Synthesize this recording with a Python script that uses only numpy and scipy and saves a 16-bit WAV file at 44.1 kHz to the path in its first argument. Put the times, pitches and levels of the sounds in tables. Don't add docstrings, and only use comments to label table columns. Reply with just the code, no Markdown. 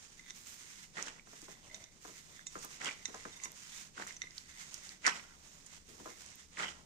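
import sys
import numpy as np
from scipy import signal
from scipy.fft import rfft, irfft, next_fast_len
from scipy.io import wavfile
from scipy.ndimage import map_coordinates

SR = 44100
rng = np.random.default_rng(int(sys.argv[2]) if len(sys.argv) > 2 else 0)


def digitize_waveform(pressure):
    field = np.atleast_2d(pressure).T
    bounded = np.clip(field, -1, 1)
    quanta = np.round(bounded * 32767).astype(np.int16)
    wavfile.write(sys.argv[1], SR, quanta)


N = 302085

# (frequency [Hz], density [dB per Hz])
AIR = [(20, 11), (50, -4), (100, -4), (200, -2), (330, -6), (600, -13.5), (1200, -18), (3000, -20.5),
       (6000, -12), (9000, -18.5), (10500, -36), (15500, -53)]
AIR_DB = -66.5
# (frequency [Hz], likeness [0-1])
AIR_ALIKE = [(60, 0.42), (250, 0.74), (700, 0), (2000, 0)]
# (frequency [Hz], density [dB per Hz])
DRONE = [(50, -12), (73, 8), (105, -33), (300, -64)]
DRONE_DB, DRONE_STEP_DB, DRONE_STEP_S = -84.5, 10, 4.03
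# (frequency [Hz], density [dB per Hz])
BOOM = [(110, -21), (160, 2), (215, -2.5), (330, -27.5)]
BOOM_DB, BOOM_REST_DB = -10.5, -73.5
# (start [s], length [s], crackle level [dB], growth over the squeeze [dB],
# fizz relative to crackle [dB], squelch relative to crackle [dB])
SQUEEZES = [(-0.03, 0.35, -55.5, -16, -14, -7), (0.346, 0.2, -59, 5.5, -2, -11),
            (0.58, 0.26, -54.5, -3, -9, -16), (1.084, 0.094, -82, 0, -25, 4),
            (1.302, 0.22, -57.5, -1, -9, -6.5), (1.558, 0.26, -66, 5, -11, 3),
            (2.024, 0.22, -55, -5.5, -6.5, -17), (2.24, 0.15, -62, 0, -8, -7),
            (2.512, 0.23, -61.5, 8.5, -9.5, -9), (2.943, 0.26, -60.5, 2.5, -16, -3),
            (3.215, 0.29, -57, -2.5, -21, -3.5), (3.559, 0.27, -55, 2, -10, -12),
            (4.018, 0.12, -60, 4.5, -16, -3), (4.21, 0.047, -73, 12, -28, -1),
            (4.357, 0.031, -55.5, 1.5, -9, -19), (4.458, 0.17, -61.5, 6.5, -12, -11),
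            (4.631, 0.28, -57, 2.5, -13.5, -7.5), (5.13, 0.46, -66.5, 5, -8, -1),
            (5.515, 0.26, -72.5, 15, -13, -3), (5.864, 0.36, -62, 3.5, -6.5, -1.5),
            (6.18, 0.23, -63, 8, -22, -8), (6.676, 0.19, -69.5, -2, -13, 10.5)]
SQUEEZE_ATTACK_S, SQUEEZE_RELEASE_S = 0.024, 0.031
SQUELCH_REST_DB, CRACKLE_REST_DB = -69.5, -68
STICK_SLIP_DB = 2.5
# (frequency [Hz], density [dB per Hz])
PASTE = [(400, -44), (900, -7), (1450, -1), (1900, 0.5), (3000, -1.5), (4400, -2.5), (5600, 1.5),
         (6700, 4.5), (7600, -1), (9000, -6), (10000, -22), (15500, -38)]
# (frequency [Hz], density [dB per Hz])
FIZZ = [(7000, 2), (9500, 0.5), (12000, 4), (15500, 1)]
# (frequency [Hz], density [dB per Hz])
SQUELCH = [(90, 4.5), (170, -4), (400, -5.5), (700, -5.5), (1200, -7), (1800, -21), (3500, -56)]
# (frequency [Hz], density [dB per Hz])
WET = [(450, 0.5), (1000, 12), (2100, -15), (3200, 10.5), (4500, -31)]
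# (frequency [Hz], time to fall 60 dB [s])
KITCHEN = [(150, 0.81), (1500, 0.26), (6000, 0.39), (14000, 0.11)]
# (start [s], length [s], level [dB], upper resonances relative to it [dB])
SCRAPES = [(0.185, 0.1, -62, -1.5), (0.632, 0.23, -65, -8), (1.333, 0.27, -66.5, -1), (1.7, 0.2, -64, -6),
           (2.076, 0.12, -63.5, -3), (2.333, 0.073, -60.5, 0.5), (2.66, 0.31, -66, -6),
           (2.94, 0.57, -62.5, -8), (3.704, 0.061, -59.5, 5.5), (4.065, 0.045, -55, -15),
           (4.228, 0.029, -58, -23), (4.288, 0.085, -71, -17), (4.443, 0.19, -60.5, -7),
           (4.807, 0.12, -62, -2), (5.675, 0.089, -68, -8), (6.093, 0.1, -63, -1), (6.339, 0.073, -62.5, 2)]
# (frequency [Hz], width [Hz], level [dB])
DAMPED_LOW = [(2043, 170, 2)]
# (frequency [Hz], width [Hz], level [dB])
DAMPED_HIGH = [(3590, 230, -8), (4440, 160, -22), (6180, 140, -8)]
LOAD_DETUNE = 0.021
# (time [s], level [dB], low modes relative [dB], middle modes relative [dB],
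# high modes relative [dB], strongest high mode [Hz], share of the full ring length [0-1])
CLINKS = [(0.194, -43, -4, -20, -19, 6400, 0.43), (0.2986, -40.5, -16, -9, -12, 5560, 0.4),
          (0.306, -32, -12, -3.5, -11, 5650, 0.12), (1.699, -54, 4, -20, -30, 6500, 0.32),
          (1.7122, -53, 0.5, -11, -28, 6500, 0.5), (1.7444, -35.5, -12, -8, -12, 6100, 0.36),
          (1.84, -39, -22, -8, -11, 5900, 0.16), (2.4678, -35.5, -23, -11.5, -7, 7330, 0.81),
          (2.5875, -42.5, -35, -23, -10.5, 7650, 0.7), (3.0552, -28, -8, -4.5, -8.5, 6040, 0.24),
          (3.4364, -37.5, -14, -31, -5, 7140, 0.48), (4.166, -37.5, -20, -21, -12.5, 6130, 0.33),
          (4.218, -28, -2.5, -9.5, -16.5, 6000, 0.21), (4.2268, -44, -9, -6, -13, 5900, 0.29),
          (4.238, -43.5, -2, -7, -22, 6000, 0.36), (4.2705, -43, -0.5, -31, -31, 5900, 0.44)]
# (frequency [Hz], level when struck [dB], level when rubbed [dB],
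# time to fall 60 dB [s])
PLATE = [(1065, -21, 2.5, 0.041), (2045, 12, 7.5, 0.087), (2710, 3, -6, 0.028), (3650, 8, 5, 0.1),
         (4070, 7.5, -30, 0.042), (4790, -6, 0, 0.054), (5460, -10, -7, 0.04), (5790, 16, 10, 0.11),
         (6020, 15.5, -14, 0.11), (6640, 19, 12, 0.065), (7220, 16, -13, 0.037), (8000, 12, 2, 0.086),
         (8000, 5, -14, 0.06), (9000, 4, -2, 0.045)]
SPOT_DB_PER_OCTAVE = 43
CRACK, CRACK_T60_S, KNOCK_RISE_S = 2.4, 0.02, 0.0004
# (time [s], peak level [dB], pitch [Hz], rise [s], sharp edge relative [dB])
TICKS = [(0.8308, -42, 6900, .00025, -29), (1.0258, -26.5, 6600, 0.00049, -24),
         (1.0645, -36.5, 5670, 0.00062, -32), (1.4175, -38, 6840, 0.00044, -20),
         (2.63, -37, 6360, 0.00024, -10), (2.6463, -34.5, 6640, 0.0018, 6),
         (2.8464, -24, 6200, 0.00023, -35), (2.8585, -27, 5700, 0.00016, -32),
         (3.146, -35.5, 5500, 0.00032, -42), (3.5185, -37, 6570, 0.00027, -5),
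         (3.777, -36, 5870, 0.00022, -30), (4.072, -33.5, 7400, 0.0006, -26),
         (4.0833, -38, 6500, 0.00022, -8), (4.125, -36.5, 5760, 0.00024, -37),
         (4.308, -41, 4930, 0.00034, -39), (4.3798, -31.5, 4710, 0.0012, -26),
         (4.7427, -28.5, 6330, 0.0003, -13), (4.892, -32.5, 4960, 0.00035, -43),
         (5.065, -18.5, 5400, 0.0014, -46), (5.0634, -28, 6900, 0.0011, -43),
         (5.0705, -25, 6500, 0.00081, -40), (5.0785, -22, 5500, 0.00041, -40),
         (5.662, -43, 6960, 0.0031, -35), (6.2625, -39, 6200, 0.00043, -34),
         (6.3554, -43, 6200, 0.00064, 10)]
# (start [s], length [s], rustle level [dB], growth [dB], settling length [s],
# settling level [dB], low flutter relative to rustle [dB], crinkle relative to rustle [dB])
GRIPS = [(0.969, 0.068, -48, -3.5, 0.22, -50.5, -2, -3.5), (2.812, 0.069, -47.5, 7, 0.18, -64, -5, -4),
         (3.974, 0.048, -55, 8, 0.21, -66, -0.5, -3.5), (5.055, 0.037, -29.5, -0.5, 0.3, -50.5, -16.5, -10),
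         (6.585, 0.064, -39, -2.5, 0.23, -50.5, -6, -7)]
GRIP_ATTACK_S, GRIP_RELEASE_S = 0.012, 0.013
REACH_S, REACH_DB = 0.064, -62.5
REGRIP_S, REGRIP_LENGTH_S, REGRIP_DB = 0.091, 0.026, -54
SETTLE_FALL_DB = 15
# (frequency [Hz], density [dB per Hz])
GLOVE = [(400, -21), (750, -12), (950, -4), (1180, -3.5), (1420, 3.5), (1680, -6), (1980, 0), (2400, -11),
         (2900, -18.5), (3500, -19), (4200, -23), (7000, -39)]
# (frequency [Hz], density [dB per Hz])
FLUTTER = [(60, -50), (160, 5), (330, 8.5), (650, 5.5), (1100, 2), (2500, -58)]
# (frequency [Hz], density [dB per Hz])
CRINKLE = [(2500, 6.5), (4200, 1.5), (5600, 5), (6900, 6), (8500, -1.5), (10000, -16.5), (15500, -45)]
# (frequency [Hz], left minus right [dB])
GLOVE_SIDE = [(300, -1), (900, 1.5), (1450, 0.5), (1850, -6), (2400, 2.5), (3200, -1), (4200, 0.5),
              (7000, 0.5)]
# (start [s], length [s])
LIFTS = [(0.906, 0.024), (1.213, 0.039), (1.893, 0.018), (3.902, 0.037), (4.057, 0.0066), (4.983, 0.026),
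         (5.83, 0.017), (6.465, 0.011)]
LIFT_DB = -10
# (time [s], peak level [dB], pitch [Hz])
SNAPS = [(0.97, -30.5, 1860), (0.974, -31, 1520), (0.9812, -30, 1970), (0.9905, -30, 1500),
         (0.996, -34, 1930), (1.007, -32.5, 1920), (1.073, -36, 1630), (1.082, -37, 2820),
         (1.0815, -31, 1470), (1.195, -41.5, 2270), (2.393, -39, 1610), (2.8155, -31.5, 1920),
         (2.8524, -36, 1380), (2.8655, -31, 2100), (2.8825, -32, 2200), (2.8888, -24.5, 2380),
         (2.893, -27.5, 2080), (2.9105, -29, 2320), (3.4, -40, 2200), (3.456, -34, 2180),
         (3.9785, -31, 1350), (3.999, -34, 1390), (4.0045, -44, 1630), (4.0215, -29.5, 1570),
         (4.0665, -35, 1440), (4.076, -38, 1970), (4.1077, -34, 1920), (5.0435, -28, 2200),
         (5.05, -23, 1990), (5.053, -36, 2000), (5.0578, -17, 1960), (5.0638, -14.5, 1990),
         (5.0662, -15, 1900), (5.0735, -15.5, 1400), (5.0776, -12, 1500), (5.082, -25, 1340),
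         (5.0885, -28, 1780), (5.096, -36, 1450), (5.11, -30, 2280), (5.1225, -36, 1500),
         (5.167, -44, 1980), (5.196, -37, 2440), (6.5915, -30, 1750), (6.598, -29, 2300),
         (6.6048, -28, 1550), (6.615, -34, 1720), (6.623, -28, 1550), (6.6302, -25.5, 3100),
         (6.634, -25, 2000), (6.6455, -29, 2100)]
# (frequency [Hz], level [dB], time to fall 60 dB [s])
RING_LINES = [(890, -8, .2), (1095, -9, .2), (1233, -8, .2), (1383, 0, .3), (1541, -1, .25),
              (1683, -2, .25), (1876, -1, .25), (1970, 3, .3), (2104, -3, .25), (2287, -3, .25)]
# (start [s], length [s], level [dB], growth [dB])
CREAKS = [(1.053, 0.036, -60, 0), (2.854, 0.02, -45.5, 4.5), (2.91, 0.045, -60, -8),
          (5.054, 0.075, -45.5, -14), (5.122, 0.18, -63, -24), (6.625, 0.021, -42.5, -4),
          (6.657, 0.035, -48, -0.5)]
# (frequency [Hz], density [dB per Hz])
TAUT = [(1500, -42), (2050, 1), (2500, -9), (2800, 3.5), (3250, 4), (3600, -13), (6000, -64)]
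# (time [s], peak level [dB], deep part relative [dB], wet smack relative [dB],
# time to fall 60 dB [s], smack pitch [Hz])
THUDS = [(1.271, -44, -5, -15, 0.044, 1140), (1.331, -43, -7, -12, 0.065, 990),
         (1.425, -55, 8.5, -1, 0.056, 834), (1.482, -42, -5, -8, 0.095, 1050),
         (2.048, -40, -6, -5.5, 0.077, 1160), (2.08, -49.5, -4, -1, 0.13, 990),
         (2.5545, -37, -2.5, 4, 0.09, 1280), (2.643, -43.5, -7, -1, 0.11, 1220),
         (3.085, -42.5, -2.5, -7, 0.091, 520), (3.143, -33, -11.5, -6, 0.079, 1310),
         (3.252, -35, -6.5, 0, 0.083, 1320), (3.456, -44.5, -9.5, -2, 0.089, 1040),
         (3.999, -35.5, -14, -3.5, 0.056, 730), (4.239, -42, -7, -10, 0.026, 1220),
         (5.073, -26.5, -11.5, -2.5, 0.058, 740), (5.88, -69.5, 14, -7, 0.43, 1000),
         (6.001, -47.5, 4.5, -2, 0.065, 1010), (6.057, -38, -8.5, -3.5, 0.16, 1190)]
# (frequency [Hz], density [dB per Hz])
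SLAP = [(250, -9), (600, 7.5), (1200, 5), (1600, 6), (2300, -11), (5000, -26)]
# (frequency [Hz], density [dB per Hz])
THUMP = [(70, -26), (170, -0.5), (300, 5.5), (480, 5.5), (800, -27), (2000, -42)]
# (frequency [Hz], width [Hz], level [dB])
HUM = [(205, 25, -9), (465, 33, -8), (646, 19, -1), (1017, 16, 10), (1215, 14, 6), (1332, 32, 0),
       (1610, 18, 4)]
# (start [s], length [s], first pitch [Hz], last pitch [Hz],
# level [dB], roughness [0-1])
SQUEAKS = [(1.585, 0.33, 587, 648, -68, 0.1), (1.625, 0.064, 3470, 2360, -60, 0.2),
           (3.9735, 0.007, 2340, 1050, -47, 0.05), (5.113, 0.025, 2540, 2750, -41.5, 0.08),
           (6.569, 0.0091, 3040, 1000, -41.5, 0.26)]
# (start [s], length [s], low modes level [dB],
# middle modes level [dB], high modes level [dB])
GRINDS = [(2.552, 0.04, -80, -72, -79), (3.324, 0.013, -65, -56, -55), (3.36, 0.012, -55, -55, -50.5),
          (3.416, 0.027, -54, -64, -57), (3.441, 0.012, -57, -63, -43), (3.447, 0.034, -56, -62, -62)]
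# (frequency [Hz], left minus right [dB])
PORTS = [(60, 1.5), (200, 4.5), (700, 3.5), (1200, -2), (2400, -5), (4400, -7), (8000, -9), (15000, -2.5)]
TOP_HZ = 15600


def amp(db):
    return 10 ** (np.asarray(db) / 20)


def unit(pair):
    return pair / np.sqrt(np.mean(pair.mean(0) ** 2) + 1e-20)


def along(points, hz):
    f, v = np.transpose(points)
    return np.interp(np.log(hz + 1), np.log(f + 1), v)


def filtered(x, response):
    n = x.shape[-1]
    padded = next_fast_len(n + 8192)
    hz = np.fft.rfftfreq(padded, 1 / SR)
    return irfft(rfft(x, padded) * response(hz), padded)[..., :n]


def coloured(pair, spectrum):
    def response(hz):
        low_cut = np.minimum(hz / spectrum[0][0], 1) ** 2
        return amp(along(spectrum, hz)) * low_cut
    return unit(filtered(pair, response))


def resonate(x, modes):
    def response(f):
        return sum(amp(db) * 1j * f * width / (hz ** 2 - f ** 2 + 1j * f * width) for hz, width, db in modes)
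    return filtered(x, response)


def panned(balance, hz):
    gains = amp(np.array([[1], [-1]]) * along(balance, hz) / 2)
    return gains / np.sqrt(np.mean(gains ** 2, axis=0))


def add(track, s, sound):
    start = max(round(s * SR), 0)
    part = sound[:, :N - start]
    track[:, start:start + part.shape[1]] += part


def wobble(rate):
    knots = rng.standard_normal(int(N * rate / SR) + 4)
    return map_coordinates(knots, [np.arange(N) * rate / SR], order=1)


def stroke(start, length, db, attack, release, growth_db=0):
    t = np.arange(N) / SR - start
    onset = .5 + .5 * np.tanh(t / attack)
    fade = np.exp(-np.maximum(t - length, 0) / release)
    return onset * fade * amp(db + growth_db * np.clip(t / length, 0, 1))


def grains(rate, scatter_db, lag=0.00026, lag_spread=0.00015):
    draw = rng.standard_normal((int(rate * N / SR), 3))
    right_at = rng.integers(0, N, len(draw))
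    size = np.sign(draw[:, 0]) * amp(scatter_db * np.minimum(draw[:, 1], 2.5))
    delay = np.round((lag + lag_spread * draw[:, 2]) * SR).astype(int)
    left_at = np.clip(right_at + delay, 0, N - 1)
    return np.array([np.bincount(left_at, size, N), np.bincount(right_at, size, N)])


def pop(pitch, rise, rough, width, lag, edge_db):
    t = np.arange(SR // 40) / SR
    age = np.maximum(t - np.array([[lag], [0]]), 0)

    def band(hz):
        return 1 / (1 + (np.log2((hz + 1) / pitch) / width) ** 4)
    blur = unit(filtered(rng.standard_normal((2, len(t))), band))
    edge = amp(edge_db) * coloured(rng.standard_normal((2, len(t))), FIZZ)
    swell = age * np.exp(-age / rise)
    sound = swell * (np.sin(2 * np.pi * pitch * age) + rough * blur + edge)
    return sound / np.abs(sound).max(1).mean()


def air():
    def mid_side(hz):
        turn = np.arccos(np.clip(along(AIR_ALIKE, hz), -1, 1)) / 2
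        return np.array([np.cos(turn), np.sin(turn)])
    mid, side = filtered(rng.standard_normal((2, N)), mid_side)
    room = amp(AIR_DB) * coloured(np.array([mid + side, mid - side]), AIR)
    drone_db = DRONE_DB + DRONE_STEP_DB * (np.arange(N) / SR > DRONE_STEP_S)
    return room + amp(drone_db) * coloured(rng.standard_normal((1, N)), DRONE)


def counter(attack=0.0088, release=0.051, grip_db=-55):
    blows = sum(stroke(s, attack, db + deep_db, attack, release) for s, db, deep_db, *_ in THUDS) * amp(-19.5)
    grips = sum(stroke(s, REGRIP_S, grip_db, attack, release) for s, *_ in GRIPS)
    level = np.hypot(amp(BOOM_REST_DB), amp(BOOM_DB) * (blows + grips))
    return level * coloured(grains(rate=1200, scatter_db=2.0), BOOM)


def squeezing():
    force = np.array([stroke(s, length, db, SQUEEZE_ATTACK_S, SQUEEZE_RELEASE_S, growth_db)
                      for s, length, db, growth_db, *_ in SQUEEZES])
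    *_, fizz_db, squelch_db = np.transpose(SQUEEZES)[:, :, None]

    def total(relative_db):
        return np.linalg.norm(force * amp(relative_db), axis=0)
    peel = grains(rate=9000, scatter_db=4.5, lag=.00025, lag_spread=.00013)
    crackle_gain = np.hypot(total(0), amp(CRACKLE_REST_DB)) * amp(-1.89)
    crackle = crackle_gain * coloured(peel, PASTE)
    fizz = total(fizz_db) * amp(-7.5) * coloured(peel, FIZZ)
    squelch_gain = np.hypot(total(squelch_db), amp(SQUELCH_REST_DB)) * amp(-9.5 + 4.2 * wobble(rate=19))
    squelch = squelch_gain * coloured(grains(rate=700, scatter_db=0.5), SQUELCH)
    pockets = grains(rate=110, scatter_db=4)
    bursts = total(squelch_db) * amp(-14.5) * coloured(pockets, WET)
    return crackle + fizz + bursts + squelch


def kitchen(pair, delay=.006):
    hz, t, z = signal.stft(rng.standard_normal((2, SR // 2)), SR, nperseg=256)
    decay = amp(-60 * t / along(KITCHEN, hz)[:, None])
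    tail = signal.istft(z * decay, SR, nperseg=256)[1]
    tail = np.pad(tail / np.linalg.norm(tail[0]), ((0, 0), (round(delay * SR), 0)))
    return signal.fftconvolve(pair, tail, axes=1)[:, :N]


def scraping(attack=0.029, release=0.033):
    drag = sum(stroke(s, length, db, attack, release) for s, length, db, _ in SCRAPES)
    hard_drag = sum(stroke(s, length, db + upper_db, attack, release) for s, length, db, upper_db in SCRAPES)
    crumbs = grains(rate=400, scatter_db=3)
    load = .5 + .5 * np.tanh(2 * wobble(rate=14))

    def tuned(modes, shift):
        return resonate(crumbs, [(hz * (1 + shift), width, db) for hz, width, db in modes])

    def loaded(modes):
        return unit((1 - load) * tuned(modes, LOAD_DETUNE) + load * tuned(modes, -LOAD_DETUNE))
    return amp(-5.0) * drag * loaded(DAMPED_LOW) + amp(-6.0) * hard_drag * loaded(DAMPED_HIGH)


def clinks(after_db=-27, after_stretch=3, lead_db=-20, lead_s=0.004):
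    t, out = np.arange(SR // 5) / SR, np.zeros((2, N))
    hz, struck_db, _, t60 = np.transpose(PLATE)[:, :, None]
    for s, db, low_db, middle_db, high_db, spot_hz, length in CLINKS:
        colour_db = along([(2100, low_db), (3700, middle_db), (4400, middle_db), (5700, high_db)], hz)
        colour_db = colour_db - (hz > 5000) * SPOT_DB_PER_OCTAVE * np.abs(np.log2(hz / spot_hz))
        colour_db = colour_db + rng.normal(0, 1.5, hz.shape)
        loaded_hz = hz * (1 + rng.normal(0, .009, hz.shape))
        phase = rng.uniform(0, 2 * np.pi, hz.shape) + rng.normal(0, 1.0, (2, len(hz), 1))
        fall_db = -60 * t / (t60 * max(length, .1))
        decay = amp(fall_db) + amp(after_db + fall_db / after_stretch)
        ring = amp(struck_db + colour_db) * decay * np.sin(2 * np.pi * loaded_hz * t + phase)
        grit = CRACK * amp(high_db) * coloured(rng.standard_normal((2, len(t))), PASTE)
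        crack = grit * amp(-60 * t / CRACK_T60_S)
        knock = (ring.sum(axis=1) + crack) * (1 - np.exp(-t / KNOCK_RISE_S))
        scratch = (grit * amp(lead_db) * np.exp(-t / lead_s))[:, SR // 50::-1]
        add(out, s, amp(db - 8) * knock)
        add(out, s - scratch.shape[1] / SR, amp(db) * scratch)
    return out


def ticks():
    out = np.zeros((2, N))
    for s, db, pitch, rise, edge_db in TICKS:
        tick = pop(pitch, rise, rough=0.9, width=0.45, lag=.00016, edge_db=edge_db)
        add(out, s, amp(db + 1.5) * tick)
    return out


def gloves():
    out = np.zeros((2, N))
    folds = grains(rate=3000, scatter_db=2.0, lag=.00026, lag_spread=0.00018)
    rustle, flutter, crinkle = (coloured(folds, spectrum) for spectrum in (GLOVE, FLUTTER, CRINKLE))
    rustle = unit(rustle * amp(3.2 * wobble(rate=170)))
    for s, length, db, growth_db, settle_s, settle_db, flutter_db, crinkle_db in GRIPS:
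        grab = stroke(s, length, db, GRIP_ATTACK_S, GRIP_RELEASE_S, growth_db)
        settle = stroke(s, settle_s, settle_db, GRIP_ATTACK_S, GRIP_RELEASE_S, -SETTLE_FALL_DB)
        rubber = rustle + amp(flutter_db) * flutter + amp(crinkle_db + 6.0) * crinkle
        out += amp(-7.0) * np.hypot(grab, settle) * rubber
        reach = stroke(s - REACH_S, REACH_S, REACH_DB, GRIP_ATTACK_S, GRIP_RELEASE_S)
        close = stroke(s + REGRIP_S, REGRIP_LENGTH_S, REGRIP_DB, GRIP_ATTACK_S, GRIP_RELEASE_S)
        out += (reach + close) * (crinkle + amp(-19.0) * rustle + amp(-12.0) * flutter)
    return out


def ringing_lines(pair, ring_db=-4):
    modes = [(hz, np.log(1000) / (np.pi * t60), db) for hz, db, t60 in RING_LINES]
    return amp(ring_db) * resonate(pair, modes)


def snaps():
    out = np.zeros((2, N))
    for s, db, pitch in SNAPS:
        fold = pop(pitch, rise=.0009, rough=.5, width=.36, lag=.00038, edge_db=-62)
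        add(out, s, amp(db - 3.5) * fold)
    return out


def creaks(attack=0.003, release=0.0078):
    pull = sum(stroke(s, length, db, attack, release, growth_db) for s, length, db, growth_db in CREAKS)
    jerks = grains(rate=520, scatter_db=3)
    return amp(-2.0) * pull * coloured(jerks, TAUT)


def thuds(rise=0.0028):
    t, out = np.arange(SR // 4) / SR, np.zeros((2, N))
    slap = coloured(grains(rate=4200, scatter_db=5.0, lag=0.00028), SLAP)
    thump = coloured(grains(rate=4000, scatter_db=2, lag=0.00053), THUMP)
    for s, db, deep_db, smack_db, t60, smack_hz in THUDS:
        part = slice(round(s * SR), round(s * SR) + len(t))
        dull = slap[:, part] * amp(-11.5 - 60 * t / t60)
        deep = thump[:, part] * amp(deep_db - 8.5 - 60 * t / (1.9 * t60))
        smack = pop(smack_hz, rise=0.00098, rough=0.41, width=0.82, lag=0.00021, edge_db=-60)
        add(out, s, amp(db) * (1 - np.exp(-t / rise)) * (dull + deep))
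        add(out, s, amp(db + smack_db) * smack)
    return out + resonate(out, HUM)


def squeaks():
    out = np.zeros((2, N))
    for s, length, first_hz, last_hz, db, rough in SQUEAKS:
        count = round(length * SR)
        hz = np.linspace(first_hz, last_hz, count) * (1 + rough * wobble(rate=320)[:count])
        swell = np.sqrt(np.hanning(count)) * amp(db + 4 * wobble(rate=85)[:count])
        tone = swell * np.sin(2 * np.pi * np.cumsum(hz) / SR)
        add(out, s, tone[None])
    return out


def grinding(attack=0.0014, release=0.0072):
    out, judder = np.zeros((2, N)), grains(rate=1200, scatter_db=3)
    for band, (lo_hz, hi_hz) in enumerate([(0, 3000), (3000, 4500), (4500, SR / 2)]):
        modes = [(hz, np.log(1000) / (np.pi * t60), rubbed_db)
                 for hz, _, rubbed_db, t60 in PLATE if lo_hz < hz <= hi_hz]
        force = sum(stroke(s, length, levels[band], attack, release) for s, length, *levels in GRINDS)
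        out += amp(-4.5) * force * unit(resonate(judder, modes))
    return out


def scene():
    lifted = sum(stroke(s, length, 0, .004, .006) for s, length in LIFTS)
    rubber = amp(LIFT_DB * lifted) * gloves() + snaps() + creaks()
    rubber = filtered(rubber, lambda hz: panned(GLOVE_SIDE, hz))
    stick_slip = amp(STICK_SLIP_DB * wobble(rate=38) + LIFT_DB * lifted)
    paste = stick_slip * (squeezing() + scraping()) + ticks() + thuds()
    near = rubber + paste + squeaks() + clinks() + grinding() + counter()
    return near + amp(-14.0) * kitchen(near) + ringing_lines(rubber) + air()


def record(dry):
    return filtered(dry, lambda hz: panned(PORTS, hz) * (hz < TOP_HZ))


dry = scene()
out = record(dry)
digitize_waveform(out)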